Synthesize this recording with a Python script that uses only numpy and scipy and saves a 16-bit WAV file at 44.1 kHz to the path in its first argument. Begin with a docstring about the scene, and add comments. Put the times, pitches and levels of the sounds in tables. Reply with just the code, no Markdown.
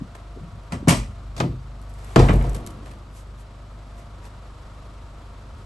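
"""A pickup truck's tailgate is opened in a concrete yard; an idling diesel hums and clatters throughout (sines, noise).
Soft bumps (dull noise) come first; the handle clicks and the steel latch springs free (cracks, noise, sines).
The gate knocks, fittings tremble as it swings down, then it slams and rebounds: crack, dense ring, panel modes.
The bed booms (low sines) and shudders (noise), the stays snap taut, fittings tick (short noise rings).
Shoes scuff grit (noise swells), and one last bump follows. Two microphone ports hear it from close by."""
import sys
import numpy as np
from scipy import signal
from scipy.fft import rfft, irfft, next_fast_len
from scipy.io import wavfile

SR = 44100
rng = np.random.default_rng(int(sys.argv[2]) if len(sys.argv) > 2 else 0)


def master(y):
    """Save y as 16-bit WAV."""
    cut = np.clip(np.atleast_2d(y).T, -1, 1)
    pcm = np.round(cut * 32767)  # scale
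    wavfile.write(sys.argv[1], SR, pcm.astype(np.int16))


N = 249184


def amp(db):
    """Decibels to gain."""
    return 10 ** (np.asarray(db) / 20)


def read(table, hz, axis=1):
    """One column of a table, interpolated on a log-frequency axis."""
    table = np.array(table, float)
    return np.interp(np.log(hz + 1), np.log(table[:, 0] + 1), table[:, axis])


def add(mix, start_s, sound):
    """Adds a sound to the mix at start_s, cut at the end of the mix."""
    part = mix[:, max(round(start_s * SR), 0):][:, :sound.shape[-1]]
    part += sound[..., :part.shape[1]]


def drift(rate_hz):
    """Random wander of unit rms: noise low-passed near rate_hz."""
    hz = np.fft.rfftfreq(N, 1 / SR)
    wander = irfft(rfft(rng.standard_normal(N)) * np.exp(-(hz / rate_hz) ** 2), N)
    return wander / wander.std()


def chatter(depth_db, rate_hz):
    """Loose contacts buzz: a gain that makes small irregular bursts."""
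    return amp(depth_db * (drift(rate_hz) + 0.66))


def uneven_response(depth_db, count=260):
    """Random peaks and valleys of one object, shared by all its blows: rows (pitch_hz, level_db)."""
    hz = np.geomspace(800, 13000, count) - 750
    peaks = np.clip(rng.standard_normal(count), -2, 2) - .5
    return np.column_stack([hz, depth_db * peaks])


# microphone ports: pitch_hz, likeness (0-1), left_lead_rad, left_over_right_db
PORTS = [(60, 1, 0, .1), (200, .98, .06, .8), (450, .89, .27, 2.2), (800, .76, .65, 3.3),
         (1250, .66, 2, 1.2), (1800, .45, 5.5, -1.2), (2600, .55, 6.6, 0), (4000, .42, 6.6, 1),
         (6000, .74, 6.3, .8), (8500, .7, 5.9, -.8), (9200, .7, 5.9, -.5), (10300, .45, 3.4, -.3)]


def noise_pair(size):
    """Spectra of white noise at 0 dB per Hz, partly alike at the two ports."""
    hz = np.fft.rfftfreq(size, 1 / SR)
    a, b = rfft(rng.standard_normal((2, size))) * np.sqrt(SR / 2)
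    alike = np.clip(read(PORTS, hz), 0, 1)
    common = a * np.sqrt((1 + alike) / 2)
    apart = b * np.sqrt((1 - alike) / 2)
    return hz, np.array([common + apart, common - apart])


def through_ports(near):
    """Near sounds reach the two ports with their own phase and balance."""
    size = next_fast_len(N + 8192)
    hz = np.fft.rfftfreq(size, 1 / SR)
    balance = amp(read(PORTS, hz, axis=3) / 2)
    right_lag = np.exp(-1j * read(PORTS, hz, axis=2))
    response = np.array([balance, right_lag / balance])
    return irfft(rfft(near, size) * response, size)[:, :N]


def dense_ring(table, colour_db, crack_db, crack_s, stretch, size=32768, count=12):
    """Countless close modes as noise bands, each dying at its own speed, topped by the contact crack."""
    hz, spectrum = noise_pair(size)
    t = np.arange(size) / SR
    spectrum = spectrum * amp(read(table, hz) + colour_db(np.maximum(hz, 60)))
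    centres_hz = np.geomspace(40, 12000, count)
    out = np.zeros((2, size))
    for centre_hz, share in zip(centres_hz, np.eye(count)):
        weight = np.interp(np.log(hz + 1), np.log(centres_hz), share)
        band = irfft(spectrum * weight, size)
        t60_s = read(table, centre_hz, axis=2) * stretch
        ring = np.exp(-np.log(1000) * t / t60_s)
        crack = amp(crack_db) * np.exp(-t / crack_s) * centre_hz / (centre_hz + 600)
        rise = 1 - np.exp(-t / (0.00034 + 1 / centre_hz))  # bass needs a cycle to build
        out += band * (ring + crack) * rise
    return out


def modes(table, rise_s, scatter_db, size=65536):
    """Damped sines; every blow lands elsewhere and weights them a little differently."""
    t = np.arange(size) / SR
    out = np.zeros(size)
    for pitch_hz, level_db, t60_s in table:
        gain = amp(level_db + scatter_db * rng.standard_normal())
        out += gain * np.exp(-np.log(1000) * t / t60_s) * np.sin(2 * np.pi * pitch_hz * t)
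    return out * (1 - np.exp(-t / rise_s))


# ring time factor of a full contact; crack that halves it; width of that change
FULL_RING, HALVING_CRACK_DB, HALVING_WIDTH_DB = 1.004, 15, 6.5


def ring_time(crack_db):
    """Ring time factor: a glancing, cracking contact rings briefly."""
    return FULL_RING / (1 + np.exp((crack_db - HALVING_CRACK_DB) / HALVING_WIDTH_DB))


# hum and whine of the idling engine: order (multiple of FIRING_HZ), level_db (rms, before swells)
ORDERS = [(2, -40.5), (3, -51.5), (4, -48), (5, -54.5), (6, -58), (9, -63.5), (27.5, -61.5), (37, -69.5),
          (38, -67.5), (45, -66.5), (51, -74), (52, -77), (54, -72)]
# engine clatter and open air: pitch_hz, density_db_per_hz
AIR = [(20, -78), (55, -65.5), (140, -74.5), (250, -77.5), (430, -83), (600, -79.5), (820, -84.5),
       (1250, -81.5), (1650, -90.5), (2500, -94.5), (4000, -96), (6300, -103.5), (8300, -103.5),
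       (11500, -108)]
# level of the clatter and air noise, swelling with the slam's dying tail: time_s, level_db
NOISE_LEVEL = [(0, .5), (1.9, -0.2), (2.65, 2.5), (3.1, -1.3), (4.3, 0.9)]
FIRING_HZ = 25.08  # mean
# the hum swells while the microphones are beside the open bed
BED_FROM_S, BED_UNTIL_S, BED_CROSS_S = 1, 2.82, 0.12
HUM_DB, BED_EXTRA_DB = -1.36, 4.5


def engine():
    """Hum on the firing orders, belt and gear whine, and clatter and air noise pulsing at each firing."""
    t = np.arange(N) / SR
    arrive = np.tanh((t - BED_FROM_S) / BED_CROSS_S)
    leave = np.tanh((t - BED_UNTIL_S) / BED_CROSS_S)
    hum_db = HUM_DB + BED_EXTRA_DB * (arrive - leave) / 2
    noise_db = np.interp(t, *np.transpose(NOISE_LEVEL))
    firings = np.cumsum(FIRING_HZ * (1 + 0.003035 * drift(2.62))) / SR
    out = np.zeros((2, N))
    for order, level_db in ORDERS:
        wave = np.sqrt(2) * np.sin(2 * np.pi * (order * firings + rng.random()))
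        if order < 10:
            out += wave * amp(level_db + hum_db + 0.55 * drift(5.3))
        else:  # the whine of the belts and gears comes and goes
            out += wave * amp(level_db + 2.7 * noise_db - 2.0 + 3.1 * drift(2.7))
    hz, spectrum = noise_pair(size=N)
    pulsing_db = 1.03 * np.cos(2 * np.pi * firings) + 0.4 * drift(22.8)
    return out + irfft(spectrum * amp(read(AIR, hz)), N) * amp(noise_db + pulsing_db)


# scuffs of shoes: centre_s, level_db, half_length_s (to 1/e), low_grind_db
SCUFFS = [(2.13, -48.5, 0.16, 17), (2.882, -53, 0.038, 17.5), (3.18, -44, 0.043, 1),
          (3.405, -48.5, .025, 1), (3.992, -50.5, 0.028, 9), (4.258, -47, 0.027, 12.5)]
# spectrum of grit and light metal: pitch_hz, density_db_per_hz, t60_s (metal only, before stretch)
TICK_RING = [(203, -47.5, 0.13), (1164, -45, 0.38), (2860, -50.5, 0.2), (5500, -52.5, 0.3),
             (8450, -48, 0.08), (12200, -45.5, 0.27)]


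def scuffs():
    """Shoes grind grit on the concrete: buzzing noise that swells and fades."""
    t, out = np.arange(N) / SR, np.zeros((2, N))
    hz, spectrum = noise_pair(size=N)
    for centre_s, level_db, half_length_s, low_db in SCUFFS:
        grit = irfft(spectrum * amp(read(TICK_RING, hz) + low_db * np.exp(-hz / 4400)), N)
        out += grit * amp(level_db) * np.exp(-((t - centre_s) / half_length_s) ** 2)
    return out * chatter(depth_db=1, rate_hz=340)


# soft bumps of feet and hands: start_s, level_db, pitch_hz, length_s (twice the time to the peak)
BUMPS = [(.008, -28, 191, 0.02), (.355, -41.5, 330, .035), (.405, -35.5, 138, 0.04), (.52, -37, 121, 0.035),
         (.78, -37, 158, 0.073), (0.823, -33, 277, 0.009), (5.53, -34, 67, 0.017)]


def bumps():
    """Soft, dull pushes with no ring: low-passed noise under a smooth pulse."""
    out = np.zeros((2, N))
    for start_s, level_db, pitch_hz, length_s in BUMPS:
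        hz, spectrum = noise_pair(size=16384)
        thud = irfft(spectrum / (1 + (1.8 * np.log2((hz + 1) / pitch_hz)) ** 4))
        u = 2 * np.arange(thud.shape[1]) / SR / length_s
        push = u * np.exp(1 - u)
        rms = np.sqrt(np.sum((thud[0] * push) ** 2) / np.sum(push ** 2))
        add(out, start_s, amp(level_db) * thud * push / rms)
    return out


def tick(level_db, low_db):
    """One light metal part touches another: a crack and a short dense ring."""
    colour_db = lambda hz: low_db * np.exp(-hz / 4400)
    return amp(level_db) * dense_ring(TICK_RING, colour_db, 14.0, 0.0019, 0.95, size=16384)


# single ticks of the stays and fittings: start_s, level_db, low_ring_db
TICKS = [(.15, -52.5, 19), (2.332, -39, 0), (2.545, -43, 4), (2.55, -39.5, 0), (2.664, -39, -6),
         (2.704, -50, -1), (2.859, -57.5, 21), (2.911, -52.5, 17)]
# trembling while the gate swings down and after it lands: start_s, end_s, level_db
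RATTLES = [(1.802, 2.139, -54), (2.329, 2.56, -48.5)]
RATTLE_COUNT, RATTLE_SPREAD_DB, RATTLE_LOW_DB = 6, 2, -5.5  # count per rattle; spread is +/-


def fittings():
    """A few clear ticks, and faint irregular ticks of loose fittings in two spells."""
    out = np.zeros((2, N))
    for start_s, level_db, low_db in TICKS:
        add(out, start_s, tick(level_db, low_db))
    for start_s, end_s, level_db in RATTLES:
        slot_s = (end_s - start_s) / RATTLE_COUNT
        for i in range(RATTLE_COUNT):
            late, strength = rng.random(2)
            tick_db = level_db + RATTLE_SPREAD_DB * (2 * strength - 1)
            add(out, start_s + (i + late) * slot_s, tick(tick_db, RATTLE_LOW_DB))
    return out * chatter(depth_db=4.0, rate_hz=220)


# jerks of the stays: start_s, level_db
STAY_BLOWS = [(1.4025, -8), (2.2845, 0.5), (2.2915, -4.5), (2.303, -4.5), (2.411, -15)]
# dense ringing of the stays: pitch_hz, density_db_per_hz, t60_s (before stretch)
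STAY_RING = [(150, -63, .2), (450, -71, 0.15), (716, -56, 0.25), (1090, -56, 0.25), (1400, -54.5, 0.2),
             (2160, -60, 0.19), (3180, -67.5, 0.25), (5030, -83, 0.23), (11500, -90, 0.15)]


def stays():
    """Steel stays jerk as the gate comes free, and snap taut with a crunch when it comes down again."""
    out, response = np.zeros((2, N)), uneven_response(depth_db=4.0)
    colour_db = lambda hz: read(response, hz)
    for start_s, level_db in STAY_BLOWS:
        ring = dense_ring(STAY_RING, colour_db, 5.6, 0.0042, 0.89, size=16384)
        add(out, start_s, amp(level_db) * ring)
    return out * chatter(depth_db=-1.5, rate_hz=400)


# blows in the latch: start_s, level_db, brightness_db_per_octave, crack_db (over the ring)
LATCH_BLOWS = [(0.7215, -11.5, -3, 3.5), (0.8731, -11, -8, 15), (.8822, 0, 1, -10), (.8915, -3, 1.4, -4),
               (0.9053, -2.5, -1.5, 1), (.921, -9.5, -2.5, 4)]
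# dense ringing of the latch: pitch_hz, density_db_per_hz, t60_s (of a full contact)
LATCH_RING = [(40, -67, 0.5), (84.5, -43.5, 0.85), (139, -45.5, 0.64), (323, -48, 0.26), (800, -53, 0.33),
              (1170, -49.5, 0.24), (1650, -56, 0.27), (2060, -56.5, 0.37), (4200, -63.5, 0.3),
              (6730, -64, 0.33), (9000, -59.5, 0.22), (11600, -61.5, 0.23)]
# modes of the steel catches: pitch_hz, level_db, t60_s
STEEL_MODES = [(137.4, -21, 0.27), (165, -7, 0.18), (475, -29.5, 0.22), (695, -16, 0.12), (1070, -31, 0.27),
               (1167, -24, 0.22), (1897, -32, 0.14), (2050, -31, 0.23), (2213, -30, 0.18),
               (2810, -53, 0.103), (2817, -30.5, 0.12), (3225, -37, 0.31), (5560, -35, 0.16),
               (7680, -33, 0.22), (8200, -36, 0.28)]
STEEL_GROWTH = 1.7  # dB per dB of blow: the catches ring out only when struck hard


def latch():
    """The handle takes up slack, then the sprung steel catches let go in a quick cluster."""
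    out, response = np.zeros((2, N)), uneven_response(depth_db=3.5)
    for start_s, level_db, tilt_db, crack_db in LATCH_BLOWS:
        colour_db = lambda hz: tilt_db * np.log2(np.maximum(hz, 190) / 1000) + read(response, hz)
        ring = dense_ring(LATCH_RING, colour_db, crack_db, 0.0068, ring_time(crack_db))
        steel = modes(STEEL_MODES, rise_s=0.0011, scatter_db=3.2)
        add(out, start_s, amp(level_db) * ring)
        add(out, start_s, amp(STEEL_GROWTH * level_db) * steel)
    return out * chatter(depth_db=1.0, rate_hz=270)


# dense ringing of the gate: pitch_hz, density_db_per_hz, t60_s (of a full contact)
GATE_RING = [(30, -59, 0.62), (80, -39.5, 0.73), (184, -38.5, 0.31), (410, -41.5, 0.38), (694, -46, 0.11),
             (1230, -49, 0.33), (1586, -56.5, 0.19), (2100, -62.5, 0.4), (4350, -68, 0.41),
             (7900, -75.5, 0.3), (11500, -78.5, 0.41)]
# modes of the gate panel: pitch_hz, level_db, t60_s
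PANEL_MODES = [(101.7, -20, 0.63), (121.3, -21.5, 0.59), (127.6, -15.5, 0.56), (164.6, -16.5, 0.3),
               (226.3, -24, 0.48), (278.8, -28.5, 0.44), (323.4, -22, 0.35), (398, -23, 0.12),
               (487, -21.5, 0.26), (590, -19, 0.12), (702, -21, 0.11), (779, -29, 0.21)]
PANEL_DB, PANEL_LOSS = 3, 0.32  # modes against the blow; dB lost per dB of crack


def gate_blow(response, level_db, tilt_db, crack_db):
    """One contact: a crack, the dense ring of the gate and its panel modes."""
    colour_db = lambda hz: tilt_db * np.log2(hz / 1000) + read(response, hz)
    ring = dense_ring(GATE_RING, colour_db, crack_db, 0.0042, 1.005 * ring_time(crack_db))
    panel = modes(PANEL_MODES, rise_s=0.0044, scatter_db=0.57, size=32768)
    return amp(level_db) * (ring + amp(PANEL_DB - PANEL_LOSS * crack_db) * panel)


# blows on the gate: start_s, level_db, brightness_db_per_octave, crack_db (over the ring)
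GATE_BLOWS = [(1.3647, -23.5, 3.5, 7), (1.3781, -21.5, 4.5, 1), (1.4012, -6, 0.4, 14), (2.1594, 4, -.5, 9),
              (2.1918, -3.5, 1.5, 3.5), (2.293, -5.5, -3.5, 10.5), (2.44, -19, 1, -7),
              (2.549, -26.5, -2.5, 1)]
# heaves of the truck bed on its springs: start_s, level_db
HEAVES = [(0.963, -11.5), (2.167, 1.5), (2.209, -5), (2.3143, -2), (2.354, -6.5), (2.48, -9.5)]
# modes of the bed: pitch_hz, level_db, t60_s
BED_MODES = [(29, -36.5, 1), (47.4, -6.5, 0.41), (66.4, -28, 0.22)]
# dense ringing of the shuddering bed: pitch_hz, density_db_per_hz, t60_s
SHUDDER_RING = [(30, -50, 1.4), (109, -48.5, 1.6), (236, -52.5, 2.04), (510, -55, 1.46), (870, -55.5, 1.01),
                (1950, -69, 1), (4500, -92, 2.4), (8100, -78.5, 0.51), (11400, -83, 1.05)]
# after each blow the gate seats on its other hinge, softer, with one fixed dull tone
SEAT_DELAY_S, SEAT_SOFTER_DB, SEAT_TILT_DB_PER_OCTAVE, SEAT_CRACK_DB = 0.03, -9, -3, -3.5


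def gate():
    """The hollow gate knocks, slams and rebounds, hinge after hinge; the bed booms and shudders."""
    out, response = np.zeros((2, N)), uneven_response(depth_db=2.5)
    for start_s, level_db, tilt_db, crack_db in GATE_BLOWS:
        add(out, start_s, gate_blow(response, level_db, tilt_db, crack_db))
        seating = gate_blow(response, level_db + SEAT_SOFTER_DB, SEAT_TILT_DB_PER_OCTAVE, SEAT_CRACK_DB)
        add(out, start_s + SEAT_DELAY_S, seating)
    for start_s, level_db in HEAVES:
        add(out, start_s, amp(level_db) * modes(BED_MODES, rise_s=0.029, scatter_db=0.48))
    shudder = dense_ring(SHUDDER_RING, np.zeros_like, -20, .01, 1, size=65536)
    rise = 1 - np.exp(-np.arange(shudder.shape[1]) / SR / 0.012)
    add(out, 2.2, shudder * rise)
    return out


def scene():
    """The tailgate is right at the microphones; the engine comes from all round the truck."""
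    near = scuffs() + bumps() + fittings() + stays() + latch() + gate()
    return through_ports(near) + engine() * amp([[.2], [-.2]])  # left, right dB


NOTCH_HZ, NOTCH_WIDTH_HZ, NOTCH_DB = 9544, 430, -35
EDGE_HZ = 11680


def record(dry):
    """Treble notch of the microphone, soft overload at the highest peaks, band limit."""
    hz = np.fft.rfftfreq(N, 1 / SR)
    notch_db = NOTCH_DB * np.exp(-((hz - NOTCH_HZ) / NOTCH_WIDTH_HZ) ** 2)
    heard = irfft(rfft(dry) * amp(notch_db), N)
    rounded = heard / (1 + heard ** 6) ** (1 / 6)
    edge = signal.firwin(301, EDGE_HZ, window=("kaiser", 9), fs=SR)
    return signal.oaconvolve(rounded, edge[None], "same")


dry = scene()
out = record(dry)
master(out)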